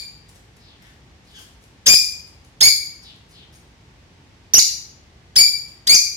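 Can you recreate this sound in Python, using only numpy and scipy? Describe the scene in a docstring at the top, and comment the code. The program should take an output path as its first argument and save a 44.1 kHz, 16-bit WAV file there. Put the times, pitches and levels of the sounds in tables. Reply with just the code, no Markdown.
"""Two lovebirds in a wire cage in a bare, ringing room, close to the microphone.
First the echo of a shrill chirp fades over a low rumble. Feather rustles, small ticks, far falling peeps
and soft chirrups follow. Two loud chirps come near 1.9 and 2.6 s, then more small sounds, then three
chirps from 4.5 s on. In each a membrane in the syrinx starts with a rasp, flips into a whistle, holds a
bright note and ends in a flick and a fall; these calls drive the recorder's limiter."""
import sys
import numpy as np
from scipy import signal
from scipy.fft import rfft, irfft, next_fast_len
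from scipy.io import wavfile
from scipy.ndimage import uniform_filter1d, minimum_filter1d

SR = 44100
rng = np.random.default_rng(int(sys.argv[2]) if len(sys.argv) > 2 else 0)


def transcribe(signal):
    """Save signal, clipped to [-1, 1], as a 16-bit WAV file at the path in sys.argv[1]."""
    frames = np.atleast_2d(signal).T
    limited = np.clip(frames, -1, 1)
    pcm = np.round(limited * 32767).astype(np.int16)
    wavfile.write(sys.argv[1], SR, pcm)


N = 271656
LEAD = int(.4 * SR)   # samples before t = 0, where the first chirp lies
SPAN = LEAD + N
SHORT = int(.3 * SR)   # no single call or rustle lasts longer
CUTOFF_HZ = 15900
BREAK_HZ = 2346   # the voice changes register at this fundamental

# spectrum of rustles and ticks: f/Hz, spectral level/dB
SCRATCH_SPECTRUM = [(1500, -0.5), (3000, -3), (6500, 1.5), (9000, 0.5), (13500, -7.5), (16000, -15)]


def from_db(db):
    """Amplitude ratio of a level in decibels."""
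    return 10 ** (np.asarray(db) / 20)


def rms_one(x):
    """Normalisation to unit power."""
    return x / np.sqrt(np.mean(x ** 2) + 1e-20)


def at_hz(points, hz):
    """Interpolation on a log-frequency axis."""
    f, value = np.transpose(points)
    return np.interp(np.log(np.maximum(hz, 1)), np.log(f), value)


def noise(spectrum, size):
    """Spectral shaping of white noise, rms 1."""
    n = next_fast_len(max(size, SHORT))
    gain = from_db(at_hz(spectrum, np.arange(n // 2 + 1) * SR / n))
    return rms_one(irfft(rfft(rng.standard_normal(n)) * gain, n)[:size])


def butterworth(x, order, hz, kind):
    """Filtering with a maximally flat passband."""
    return signal.sosfilt(signal.butter(order, hz, kind, fs=SR, output="sos"), x)


def flutter(rate_hz, size):
    """Random modulation: low-passed noise, rms 1."""
    return rms_one(butterworth(rng.standard_normal(2 * SHORT), 4, rate_hz, "low")[SHORT:SHORT + size])


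def add(track, start, sound):
    """Superposition of a sound on a track at a time in seconds."""
    i = max(round(start * SR) + LEAD, 0)
    part = track[..., i:i + sound.shape[-1]]
    part += sound[..., :part.shape[-1]]


def swell(length_s):
    """A half-sine envelope."""
    return np.sqrt(np.hanning(int(length_s * SR)))


def rumble():
    """Partial coherence: steady room noise is alike on both sides in the bass, less so in the treble."""
    spectrum = [(15, -42), (25, -18), (55, 0), (134, -5), (263, -13.5), (293, -14), (384, -15.5),
                (607, -22), (911, -20.5), (988, -26), (1100, -22.5), (1260, -27), (1940, -24.5),
                (5570, -31.5), (16000, -56.5)]   # room noise: f/Hz, spectral level/dB
    likeness = [(60, 1), (180, 1), (550, 0.56), (1650, -0.07), (4970, 0.02), (15000, -0.03)]   # of left and right: f/Hz, likeness/1
    hz = np.geomspace(25, 16000, 40)
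    alike = np.clip(at_hz(likeness, hz), 0, .95)
    side_spectrum = np.c_[hz, at_hz(spectrum, hz) + 10 * np.log10((1 - alike) / (1 + alike))]
    mid = noise(spectrum, SPAN)
    side = from_db(-8) * noise(side_spectrum, SPAN)
    return from_db(-50.5) * np.array([mid + side, mid - side])


def room(x, build_s=0.0082, tail_db=-4.5, pan_db=3.5):
    """Reverberation: convolution with early reflections and a diffuse, exponentially decaying tail."""
    decay_times = [(500, 0.49), (2300, 0.54), (5000, 0.49), (7000, 0.59), (10000, 0.28), (15000, 0.49)]   # reverberation time: f/Hz, T60/s
    reflections = [(.0045, -5.5), (.009, -19)]   # from the nearby wall and tray: delay t/s, level/dB
    t = np.arange(int(.8 * SR)) / SR
    edges = np.geomspace(250, 17000, 10)
    response = np.zeros((2, len(t)))
    for low, high in zip(edges, edges[1:]):
        band = butterworth(rng.standard_normal(response.shape), 2, [low, high], "band")
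        response += band * np.exp(-np.log(1000) * t / at_hz(decay_times, np.sqrt(low * high)))
    response *= 1 - np.exp(-(t / build_s) ** 2)
    response *= from_db(tail_db) / np.sqrt(np.sum(response ** 2) / 2)
    for delay, level_db in reflections:
        arrivals = (delay * SR * rng.uniform(.9, 1.1, 2)).astype(int)
        response[[0, 1], arrivals] += from_db(level_db)
    echo = signal.fftconvolve(x[None], response, axes=1)[:, :len(x)]
    return echo * from_db([[pan_db / 2], [-pan_db / 2]])


def far_peeps():
    """Frequency modulation: random jitter makes the falling whistles of a bird further off raspy."""
    peeps = [(0.59, 0.17, 5040, 2907, -48.5), (1.254, 0.1, 5010, 2980, -49.5),
             (3.012, 0.11, 5660, 2770, -40), (3.31, 0.13, 4845, 2810, -44)]   # glides: t/s, duration/s, start f/Hz, end f/Hz, level/dB
    out = np.zeros(SPAN)
    for start, length, from_hz, to_hz, level_db in peeps:
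        shape = np.sqrt(swell(length))
        jitter = 1 + .14 * flutter(450, len(shape))
        pitch = np.geomspace(from_hz, to_hz, len(shape)) * jitter
        add(out, start, from_db(level_db) * shape * np.sin(2 * np.pi * np.cumsum(pitch) / SR))
    return out


def feather_rustles():
    """Friction of feathers: swells of noise, made grainy by random amplitude modulation."""
    rustles = [(0.278, 0.022, -48), (0.336, 0.031, -47.5), (0.801, 0.18, -62), (1.23, 0.16, -57),
               (1.344, 0.11, -45.5), (1.601, 0.055, -53.5), (2.256, 0.045, -52), (3.017, 0.03, -49.5),
               (3.275, 0.055, -54.5), (3.518, 0.048, -49.5), (5.672, 0.021, -45)]   # feather movements: t/s, duration/s, level/dB
    out = np.zeros(SPAN)
    for start, length, level_db in rustles:
        shape = swell(length)
        grains = rms_one(from_db(5.6 * flutter(200, len(shape))))
        add(out, start, from_db(level_db) * shape * grains * noise(SCRATCH_SPECTRUM, len(shape)))
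    return out


def cage_ticks(decay_s=0.0025):
    """Damped impacts: beak and claws on the cage give noise bursts that decay exponentially."""
    ticks = [(.563, -42), (0.82, -41), (2.29, -59), (2.444, -42.5), (3.156, -47.5), (3.315, -48)]   # impacts: t/s, level/dB
    out = np.zeros(SPAN)
    fade = np.exp(-np.arange(SR // 50) / SR / decay_s)
    for start, level_db in ticks:
        add(out, start, from_db(level_db) * fade * noise(SCRATCH_SPECTRUM, len(fade)))
    return out


def syrinx(pitch, odd, rough, upper_db, jitter=0.09, flutter_hz=450):
    """Source and filter: the throat shapes a membrane's harmonics; roughness shakes pitch and level."""
    throat = [(1500, -18.5), (2300, -13), (3200, -10), (4500, -4.5), (5500, -6.5), (7000, -6.5),
              (8000, -9.5), (9300, -16.5), (10700, -16), (11800, -16.5), (13000, -19), (14200, -24.5),
              (16000, -31.5)]   # response of throat and beak: f/Hz, level/dB
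    size = len(pitch)
    shaken_hz = pitch * (1 + jitter * rough * flutter(flutter_hz, size))
    phase = 2 * np.pi * np.cumsum(shaken_hz) / SR
    purity_db = -6.5 * (1 - odd)   # the whistle is nearer a sine than the held note
    out = np.zeros(size)
    for k in range(1, 9):
        level_db = at_hz(throat, k * pitch) + (upper_db + purity_db) * (k > 3)
        gain = from_db(level_db) * (k * pitch < CUTOFF_HZ)
        out += gain * odd ** (k % 2) * np.sin(k * phase)
    shimmer = 1 + .3 * rough * flutter(flutter_hz, size)
    return np.sqrt(2) * out * shimmer


def soft_chirrups():
    """Resonance: a nearly closed beak passes one band of a hoarse voice."""
    # soft calls: t/s, duration/s, start f/Hz, end f/Hz, level/dB, roughness/1, beak resonance f/Hz
    chirrups = [(0.781, 0.15, 2003, 1573, -52, 1.07, 1720), (1.33, 0.068, 1688, 1500, -40, 0.7, 2300),
                (3.528, 0.0498, 2230, 2134, -54.5, 0.08, 7400)]
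    out = np.zeros(SPAN)
    for start, length, from_hz, to_hz, level_db, rough, beak_hz in chirrups:
        shape = swell(length)
        voice = syrinx(np.linspace(from_hz, to_hz, len(shape)), 0.94, rough, upper_db=8.0)
        muffled = butterworth(voice, 2, [beak_hz * .7, beak_hz / .7], "band")
        add(out, start, from_db(level_db) * shape * rms_one(muffled))
    return out


def progress(length_s):
    """Normalised time, 0 to 1 over one stage of a chirp."""
    return np.linspace(0, 1, max(int(length_s * SR), 2))


def controls(pitch, effort_db, odd, rough):
    """Source parameters, one row each: fundamental, level, gain of odd harmonics, roughness."""
    return np.array(np.broadcast_arrays(pitch, effort_db, odd, rough))


def rasp(length_s, level_db, from_hz=1543, rise_db=28):
    """Low register: a full harmonic series climbs ever faster and rougher to the register break."""
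    u = progress(length_s)
    pitch = from_hz + (BREAK_HZ - from_hz) * u ** 3.2
    return controls(pitch, level_db - rise_db * (1 - u) ** 1.94, odd=0.57, rough=0.64 * u ** 2)


def whistle(length_s, from_hz, top_hz, to_hz, skew, level_db):
    """Octave jump: without odd harmonics the pitch doubles; it arches, loudest and purest on top."""
    u = progress(length_s) ** skew   # a skew above 1 delays the top
    arch = np.abs(np.sin(np.pi * u)) ** 0.9
    foot_hz = from_hz + (to_hz - from_hz) * u
    pitch = foot_hz + (top_hz - foot_hz) * arch
    return controls(pitch, level_db - 2 * (1 - arch), odd=0, rough=0.031 + .5 * (1 - arch) ** 2)


def held_note(length_s, from_hz, to_hz, level_db, odd, rough):
    """Sustained oscillation: at steady effort a bright tone glides and settles on its final pitch."""
    pitch = to_hz + (from_hz - to_hz) * (1 - progress(length_s)) ** 1.5
    return controls(pitch, level_db, odd, rough)


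def fall(length_s, level_db, sag_hz_per_s=27000, drop_db=16):
    """Dying oscillation: as the driving pressure drops, the pitch sags and the voice fades hoarsely."""
    u = progress(length_s)
    pitch = BREAK_HZ - sag_hz_per_s * length_s * u
    return controls(pitch, level_db - drop_db * u ** 2, odd=0.33, rough=0.62)


def chirp(rasp_s, whistle_s, note_s, flick_s, fall_s, top_hz, skew, from_hz, to_hz, flick_hz,
          rasp_db, whistle_db, note_db, flick_db, note_odd, note_rough, upper_db):
    """Phase continuity: one oscillation runs through five stages. Gives the call and its envelope."""
    stages = np.hstack([
        rasp(rasp_s, rasp_db),
        whistle(whistle_s, 2460, top_hz, min(from_hz, BREAK_HZ), skew, whistle_db),
        held_note(note_s, from_hz, to_hz, note_db, note_odd, note_rough),
        whistle(flick_s, to_hz, flick_hz, BREAK_HZ, skew=0.74, level_db=flick_db),
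        fall(fall_s, flick_db - 1)])
    glide_s = 0.0013   # the muscles need this long to change over
    pitch, effort_db, odd, rough = uniform_filter1d(stages, int(glide_s * SR), axis=1)
    effort = from_db(effort_db) * signal.windows.tukey(len(pitch), .04)
    return effort * syrinx(pitch, np.maximum(odd, 0), np.clip(rough, 0, 1), upper_db), effort


def place(x, pan_db, lag_ms):
    """Stereo cues: a level difference between the sides and a delay on the left."""
    late = np.pad(x, (round(abs(lag_ms) * SR / 1000), 0))[:len(x)]
    return np.array([late * from_db(pan_db / 2), x * from_db(-pan_db / 2)])


def loud_chirps(voice_db=-2.5):
    """Radiation by two paths: the calls sent into the room, and their direct sound; a dry, low rush sounds
    under each call."""
    # loud calls (f is the fundamental, levels are relative): t/s;
    # duration/s of rasp, whistle, note, flick, fall; whistle top f/Hz, skew/1;
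    # f/Hz of note start, note end, flick top; level/dB of rasp, whistle, note, flick;
    # note's odd-harmonic gain/1, roughness/1; level/dB of upper harmonics, rush, left over right;
    # left lag t/ms
    calls = [ (-0.290, 0.0094, .015, 0.025, 0.0066, 0.009, 2570, 0.81, 2332, 2391, 2355, 7, -8, 5, 11.5, 0.78, .01, 4, 0, 0, .3),
             (1.858, .013, 0.018, 0.046, .010, 0.0037, 3288, 1.7, 2371, 2446, 2647, -1.5, 3.5, -0.5, 2, .8, 0.035, 2.5, 3, 4, .13),
             (2.6042, 0.01, .016, 0.044, 0.012, 0.0046, 2674, 1.4, 2139, 2311, 2428, -2, -.5, -4, 0.5, 0.99, 0.032, 1.8, 1, -3.5, 0.31),
             (4.535, .0015, .018, .025, .014, 0.0087, 3088, 0.6, 2965, 2800, 3520, -12.5, 1.5, -4.5, 4, 0.33, .28, 3, -1, -3.5, .4),
             (5.355, .010, .014, .045, 0.0126, 0.006, 2614, 1.1, 2268, 2346, 2410, -5, 1, -0.5, -6.5, 0.61, 0.015, 1.5, -4, 4, 0.65),
             (5.8676, 0.0098, 0.017, 0.05, .014, 0.0022, 2397, .7, 2133, 2438, 3240, -5, -6, -0.5, 2.5, 0.65, 0.14, 0.5, -2.5, 2.5, 0.35)]
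    # dry rush under each call: f/Hz, spectral level/dB
    rush_spectrum = [(25, -4), (70, 6), (200, 3.5), (500, 0), (1200, -5.5), (3000, 1.5),
                     (8000, -8.5), (16000, -12)]
    sent, direct = np.zeros(SPAN), np.zeros((2, SPAN))
    for start, *call, rush_db, pan_db, lag_ms in calls:
        voice, effort = chirp(*call)
        rush = np.array([noise(rush_spectrum, len(voice)) for side in range(2)])
        add(sent, start, voice)
        add(direct, start, place(voice, pan_db, lag_ms) + from_db(rush_db - 20.5) * effort * rush)
    return from_db(voice_db) * sent, from_db(voice_db) * direct


def scene():
    """Direct and reverberant fields: near birds are heard in both, the far one by reverberation alone."""
    sent, direct = loud_chirps()
    small = soft_chirrups() + feather_rustles() + cage_ticks()
    echo = room(sent + small + far_peeps())
    return (direct + from_db(-14.5) * small + echo + rumble())[:, LEAD:]


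def limiter(x, ceiling_db, release_db_per_s):
    """Limiting on short-term power: the louder side pulls the gain down at once; its recovery holds up the
    echo."""
    power = uniform_filter1d(np.max(x ** 2, axis=0), size=30)
    over_db = np.maximum(10 * np.log10(np.maximum(power, 1e-12)) - ceiling_db, 0)
    recovery_db = release_db_per_s * np.arange(N) / SR
    gain_db = minimum_filter1d(recovery_db - np.maximum.accumulate(over_db + recovery_db), size=30)
    return x * from_db(uniform_filter1d(gain_db, size=30))


def record(dry):
    """Band limiting and compression: bass roll-off, limiter, soft clipping and a steep treble cut."""
    thinned = butterworth(dry, 4, 40, "high")
    held = limiter(thinned, ceiling_db=-3.5, release_db_per_s=450.5)
    rounded = held / (1 + (held / .92) ** 16) ** (1 / 16)
    return signal.sosfilt(signal.ellip(10, .2, 80, CUTOFF_HZ, fs=SR, output="sos"), rounded)


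dry = scene()
out = record(dry)
transcribe(out)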